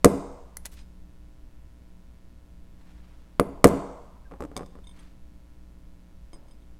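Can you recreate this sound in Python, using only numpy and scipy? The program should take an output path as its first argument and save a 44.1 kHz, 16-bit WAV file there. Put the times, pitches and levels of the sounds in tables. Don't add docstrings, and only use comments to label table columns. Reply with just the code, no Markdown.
import sys
import numpy as np
from scipy import signal
from scipy.fft import rfft, irfft
from scipy.io import wavfile
from scipy.ndimage import uniform_filter1d

SR = 44100
rng = np.random.default_rng(int(sys.argv[2]) if len(sys.argv) > 2 else 0)


def unload_wav(signal):
    wavfile.write(
        sys.argv[1],
        SR,
        np.round(np.clip(np.atleast_2d(signal).T, -1, 1) * 32767).astype(np.int16),
    )


N = 299747

# [t/s, plate knock level/dB, bench boom level/dB, steel crack level/dB, blade ring level/dB]
BLOWS = [(0.0454, 0.5, 2, 2.5, -30.5), (3.3975, -8.5, -10, -18, -26), (3.6429, 4.5, 2.5, 0.5, -22.5)]
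# [t/s, crack level/dB, ring level/dB, gap between contacts/s, count of contacts]
TICKS = [(.056, -13, -34, .007, 1), (0.5697, -20.5, -31, .007, 1), (0.6561, -20, -31, 0.0065, 2),
         (3.651, -21, -31, .0052, 2), (3.671, -17, -38, 0.0082, 3)]
# [t/s, knock level/dB, crack level/dB, handle ring level/dB, first gap/s, count of contacts]
LANDINGS = [(4.3129, -41.5, -62, -75, .017, 1), (4.320, -38.5, -64, -75, .018, 2),
            (4.406, -29.5, -41, -56, 0.017, 4), (4.516, -42, -60, -78, .017, 1),
            (4.566, -30, -29.5, -30, 0.0093, 2), (4.594, -34.5, -51, -62, .0145, 4),
            (4.662, -55, -49, -54, .017, 1), (4.7541, -43.5, -60, -72, .0342, 2),
            (6.332, -47, -60, -69.5, .028, 2)]
# [t/s, ring level/dB, muted pitch f/Hz, rise time/s, first gap/s, count of contacts]
TINKS = [(.781, -57.5, 3500, .003, .014, 3), (4.840, -53, 5000, 0.0047, .028, 1),
         (4.870, -50.5, 5000, 0.0014, 0.022, 3), (4.990, -50.5, 5000, 0.0053, .02, 1),
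         (6.3319, -52, 3520, 0.00029, 0.011, 2), (6.4816, -62.5, 3440, .001, .02, 1),
         (6.5095, -59, 3430, .001, 0.021, 1), (6.621, -67, 5000, .003, .02, 1)]
# [t/s, length/s, level/dB, centre f/Hz, width/octaves]
SLIDES = [(0.65, 0.037, -45.5, 2130, 2.6), (0.712, .08, -57.5, 8850, 5), (0.755, 0.11, -59.5, 2880, 1.1),
          (2.75, 0.98, -66.5, 862, 1.95), (4.927, 0.3, -61, 1100, 2), (6.319, 0.37, -65, 521.5, 0.99)]
# [f/Hz, level/dB, t60/s]
PLATE_MODES = [(430, 5, 0.0063), (623, -0.5, 0.016), (1028, -3, .011), (1177, 2, 0.0095),
               (2005, -15.5, .012)]
# [f/Hz, level/dB, t60/s]
BLADE_MODES = [(2030, -13, .025), (4400, -8, .011), (6120, -7, .009), (6750, -8, .012), (10400, -15, .08),
               (10420, -2, .018), (12750, -3, .016), (13050, -13, .035)]
# [f/Hz, level/dB, t60/s]
HANDLE_MODES = [(1060, -3, .03), (2260, -7, .02), (3600, 2, .008), (4990, 3, .007), (6340, 2, .006),
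                (8400, -3, .01)]
# [f/Hz, level/dB, t60/s]
PART_MODES = [(1000, 0.5, 0.028), (2200, -5, 0.044), (3200, 0.5, .03), (3570, 5.5, 0.038), (5020, -5, 0.11),
              (6400, -4, 0.03), (8480, -1.5, 0.06), (9820, -7.5, 0.06)]
# [f/Hz, level/dB, t60/s]
MAT_MODES = [(93, -13, 0.16), (194, -15.5, 0.21), (280, -7.5, 0.17), (353, -10, 0.082), (447, -4, 0.057),
             (538, -5.5, 0.064), (727, -3.5, 0.028), (1100, -3.5, 0.023), (1530, -8.5, 0.0031)]
# [f/Hz, level/dB]
BENCH_MODES = [(50, -21), (95, -17), (190, -13.5), (280, -11), (338, -17), (415, -12), (482, -9.5),
               (580, -23.5), (690, -26)]
# [f/Hz, level/dB, t60/s]
ROOM_MODES = [(196, -25, 0.49), (274, -27, 0.57), (364.6, -39.5, 0.79), (419, -36.5, 0.61),
              (479, -39.5, 0.63), (556, -41, 0.5), (618, -44.5, .55), (765, -48, 1)]
# [f/Hz, level/dB]
CRACK_SPECTRUM = [(300, -22.5), (1200, -8), (2200, -6), (2900, -23), (4300, -6.5), (6500, -1.5), (8300, 1),
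                  (10500, -4.5), (13000, -7), (16000, -19)]
# [f/Hz, level/dB, t60/s]
ROOM_BANDS = [(50, -15, 0.62), (129, -13, .55), (300, -11.5, 0.48), (473, -16.5, 0.78), (830, -12, 0.94),
              (1200, -23.5, 1), (1750, -22, .8), (2648, -21, 0.73), (4222, -20, 1), (7500, -21, .86),
              (10500, -21, 0.41), (12700, -20.5, .36), (15500, -27, .25)]
# [f/Hz, level/dB per Hz]
AIR_SPECTRUM = [(15, -62.5), (45, -69.5), (58, -68), (72, -76), (110, -81), (200, -84), (300, -87.5),
                (450, -99), (700, -102.5), (1200, -108), (3000, -112), (8000, -117), (15500, -118.5)]
# [f/Hz, rms level/dB]
FAN_HUM = [(59.2, -54), (179, -65), (300.5, -71)]
DIMMER_EDGES = [(.18, -1), (.33, .65), (.695, 1), (.85, -.2)]

ROCK_SHRINK = 0.87


def undb(db):
    return 10 ** (np.asarray(db) / 20)


def seconds(length):
    return np.arange(int(length * SR)) / SR


def add(track, start, sound):
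    i = max(int(start * SR), 0)
    track[i:i + len(sound)] += sound[:N - i]


def colour(x, spectrum):
    points = np.array(spectrum)
    hz = np.fft.rfftfreq(len(x), 1 / SR)
    level_db = np.interp(np.log(hz + 1e-9), np.log(points[:, 0]), points[:, 1])
    return irfft(rfft(x) * undb(level_db), len(x))


def ventilation(waver=0.089):
    t = np.arange(N) / SR
    air = colour(rng.standard_normal(N), AIR_SPECTRUM) * np.sqrt(SR / 2)
    for hz, db in FAN_HUM:
        drift = np.interp(t, np.linspace(0, t[-1], num=30), rng.standard_normal(30))
        amplitude = undb(db) * np.sqrt(2) * (1 + waver * drift)
        air += amplitude * np.sin(2 * np.pi * hz * t + drift)
    return air


def mains_buzz(db=-51, mains_hz=60, relax_hz=130, dull_hz=11000):
    edges = np.zeros(N)
    cycles = np.arange(int(N / SR * mains_hz))
    for share, height in DIMMER_EDGES:
        at = ((cycles + share) * SR / mains_hz).astype(int)
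        edges[at] += height
    steps = signal.lfilter([1], [1, -np.exp(-2 * np.pi * relax_hz / SR)], edges)
    return undb(db) * signal.lfilter(*signal.butter(1, dull_hz, fs=SR), steps)


def ring(modes):
    t = seconds(1)
    return -sum(undb(db - 60 * t / t60) * np.sin(2 * np.pi * hz * t) for hz, db, t60 in modes)


def bench_boom(peak_s=0.012, sharpness=2.5):
    t = seconds(1 / 8)
    swell = (t / peak_s * np.exp(1 - t / peak_s)) ** sharpness
    return -swell * sum(undb(db) * np.sin(2 * np.pi * hz * t) for hz, db in BENCH_MODES)


def crack(t60, rattle_db, rattle_t60):
    t = seconds(1 / 8)
    burst, rattle = rng.standard_normal((2, len(t)))
    fade = undb(-60 * t / t60)
    phase = np.angle(rfft(burst * fade))
    even = irfft(np.exp(1j * phase), len(t)) * np.linalg.norm(fade)
    fading_rattle = rattle * undb(rattle_db - 60 * t / rattle_t60)
    contact = colour(even * np.sqrt(fade) + fading_rattle, CRACK_SPECTRUM)
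    return contact[:len(t) // 2]


def hammer(bite_s=0.0008):
    blows = np.zeros(N)
    plate, boom, blade = ring(PLATE_MODES), bench_boom(), ring(BLADE_MODES)
    for start, knock_db, boom_db, crack_db, ring_db in BLOWS:
        add(blows, start, undb(knock_db) * plate + undb(ring_db) * blade)
        add(blows, start, undb(boom_db) * boom)
        add(blows, start + bite_s, undb(crack_db) * crack(t60=0.011, rattle_db=-19.5, rattle_t60=0.044))
    return blows


def near_echoes(x, db=-16, build_s=0.0027, t60=0.09, low_hz=700, high_hz=6000):
    t = seconds(1 / 4)
    band = signal.butter(1, [low_hz, high_hz], "bandpass", fs=SR)
    build = 1 - np.exp(-(t / build_s) ** 2)
    spray = rng.standard_normal(len(t)) * undb(-60 * t / t60) * build
    response = signal.lfilter(*band, spray / np.linalg.norm(spray))
    return undb(db) * signal.fftconvolve(x, response)[:N]


def room(x, build_s=0.0047):
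    t = seconds(3 / 2)
    noise = rfft(rng.standard_normal(len(t)))
    log_hz = np.log(np.fft.rfftfreq(len(t), 1 / SR) + 1)
    log_centres = np.log(np.array(ROOM_BANDS)[:, 0])
    build = 1 - np.exp(-(t / build_s) ** 2)
    response = np.zeros(len(t))
    for k, (_, db, t60) in enumerate(ROOM_BANDS):
        share = np.interp(log_hz, log_centres, np.arange(len(ROOM_BANDS)) == k)
        fade = undb(-60 * t / t60) * build
        response += undb(db) * irfft(noise * share, len(t)) * fade / np.linalg.norm(fade)
    return signal.fftconvolve(x, response)[:N]


def contacts(start, gap, shrink, count):
    gaps = gap * shrink ** np.arange(round(count))
    return enumerate(start + np.cumsum(gaps) - gaps)


def blade_ticks(loss_db=3.5):
    ticks, blade = np.zeros(N), ring(BLADE_MODES)
    for start, crack_db, ring_db, gap, count in TICKS:
        for k, s in contacts(start, gap, 1, count):
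            tick = crack(t60=0.008, rattle_db=-19.5, rattle_t60=0.03)
            add(ticks, s, undb(crack_db - k * loss_db) * tick)
            add(ticks, s, undb(ring_db - k * loss_db) * blade)
    return ticks


def standing_waves(delay_s=0.02):
    hum, modes = np.zeros(N), ring(ROOM_MODES)
    for start, _, boom_db, _, _ in BLOWS:
        add(hum, start + delay_s, undb(boom_db) * modes)
    return hum


def rub(length, centre_hz, octaves, grain_db=4, patchy_db=2, skew=0.45):
    slips = rng.standard_normal(SR) * undb(grain_db * rng.standard_normal(SR))
    hz = np.fft.rfftfreq(SR, 1 / SR) + 1
    band = np.exp(-0.5 * (np.log2(hz / centre_hz) / octaves) ** 2)
    tilt = np.sqrt(1 + hz / centre_hz)
    friction = irfft(rfft(slips) * band / tilt)
    t = seconds(min(length, 1))
    grip = uniform_filter1d(rng.standard_normal(SR), size=500)
    patches = undb(patchy_db * grip[:len(t)] / grip.std())
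    stroke = np.sin(np.pi * (t / length) ** skew) ** 2
    return friction[:len(t)] / friction.std() * stroke * patches


def slides():
    rubs = np.zeros(N)
    for start, length, db, centre_hz, octaves in SLIDES:
        add(rubs, start, undb(db) * rub(length, centre_hz, octaves))
    return rubs


def tink(muted_hz, mute_db=-17, mute_octaves=0.098, grip_bend=0.022, bend_s=0.012, touch_db=-7, uneven_db=3):
    t = seconds(1 / 4)
    sound = np.zeros(len(t))
    touch = crack(t60=0.014, rattle_db=-15, rattle_t60=0.04)
    sound[:len(touch)] = undb(touch_db) * touch
    variations = rng.standard_normal((len(PART_MODES), 2))
    for (hz, db, t60), (size, bend) in zip(PART_MODES, variations):
        muted_db = mute_db * np.exp(-(np.log2(hz / muted_hz) / mute_octaves) ** 2)
        pitch = hz * (1 + grip_bend * bend * np.exp(-t / bend_s))
        level = undb(db + uneven_db * size + muted_db - 60 * t / t60)
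        sound += level * np.sin(2 * np.pi * np.cumsum(pitch) / SR)
    return sound


def small_part(loss_db=2.5):
    tinks, t = np.zeros(N), seconds(1 / 4)
    for start, level_db, muted_hz, rise_s, gap, count in TINKS:
        rise = 1 - np.exp(-t / rise_s)
        for k, s in contacts(start, gap, ROCK_SHRINK, count):
            add(tinks, s, undb(level_db - k * loss_db) * tink(muted_hz) * rise)
    return tinks


def squeak(start=4.247, length=0.032, rest_hz=1580, drop_hz=900, settle_s=0.00302, db=-59):
    out, t = np.zeros(N), seconds(length)
    pitch = rest_hz + drop_hz * np.exp(-t / settle_s)
    swell = np.sin(np.pi * t / length)
    add(out, start, undb(db) * swell * np.sin(2 * np.pi * np.cumsum(pitch) / SR))
    return out


def mat_knock(place_db=3, detune=0.079):
    spot = rng.standard_normal((len(MAT_MODES), 2))
    modes = []
    for (hz, db, t60), (shift, size) in zip(MAT_MODES, spot):
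        modes.append((hz * (1 + detune * shift), db + place_db * size, t60))
    return ring(modes)


def tools_laid_down(dull_hz=14000, scuff_db=-15.5, scuff_lead_s=0.01):
    landings, handle = np.zeros(N), ring(HANDLE_MODES)
    knock_loss_db, crack_loss_db, ring_loss_db = 2, 2.5, 8
    for start, knock_db, crack_db, ring_db, gap, count in LANDINGS:
        scuff = rub(length=0.1, centre_hz=480, octaves=1.0)
        add(landings, start - scuff_lead_s, undb(knock_db + scuff_db) * scuff)
        for k, s in contacts(start, gap, ROCK_SHRINK, count):
            contact = crack(t60=0.012, rattle_db=-3, rattle_t60=0.034)
            add(landings, s, undb(knock_db - k * knock_loss_db) * mat_knock())
            add(landings, s, undb(ring_db - k * ring_loss_db) * handle)
            add(landings, s, undb(crack_db - k * crack_loss_db) * contact)
    return signal.lfilter(*signal.butter(1, dull_hz, fs=SR), landings)


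def scene():
    background = ventilation() + mains_buzz()
    work = hammer() + blade_ticks() + slides() + small_part() + squeak() + tools_laid_down()
    echoes = near_echoes(work) + room(work) + standing_waves()
    return (background + work + echoes)[None]


def record(dry, soft_hz=15000, top_hz=16300):
    clipped = np.clip(dry, -1, 1)
    softened = signal.lfilter(*signal.butter(2, soft_hz, fs=SR), clipped)
    return signal.sosfilt(signal.ellip(10, 0.1, 90, top_hz, fs=SR, output="sos"), softened)


dry = scene()
out = record(dry)
unload_wav(out)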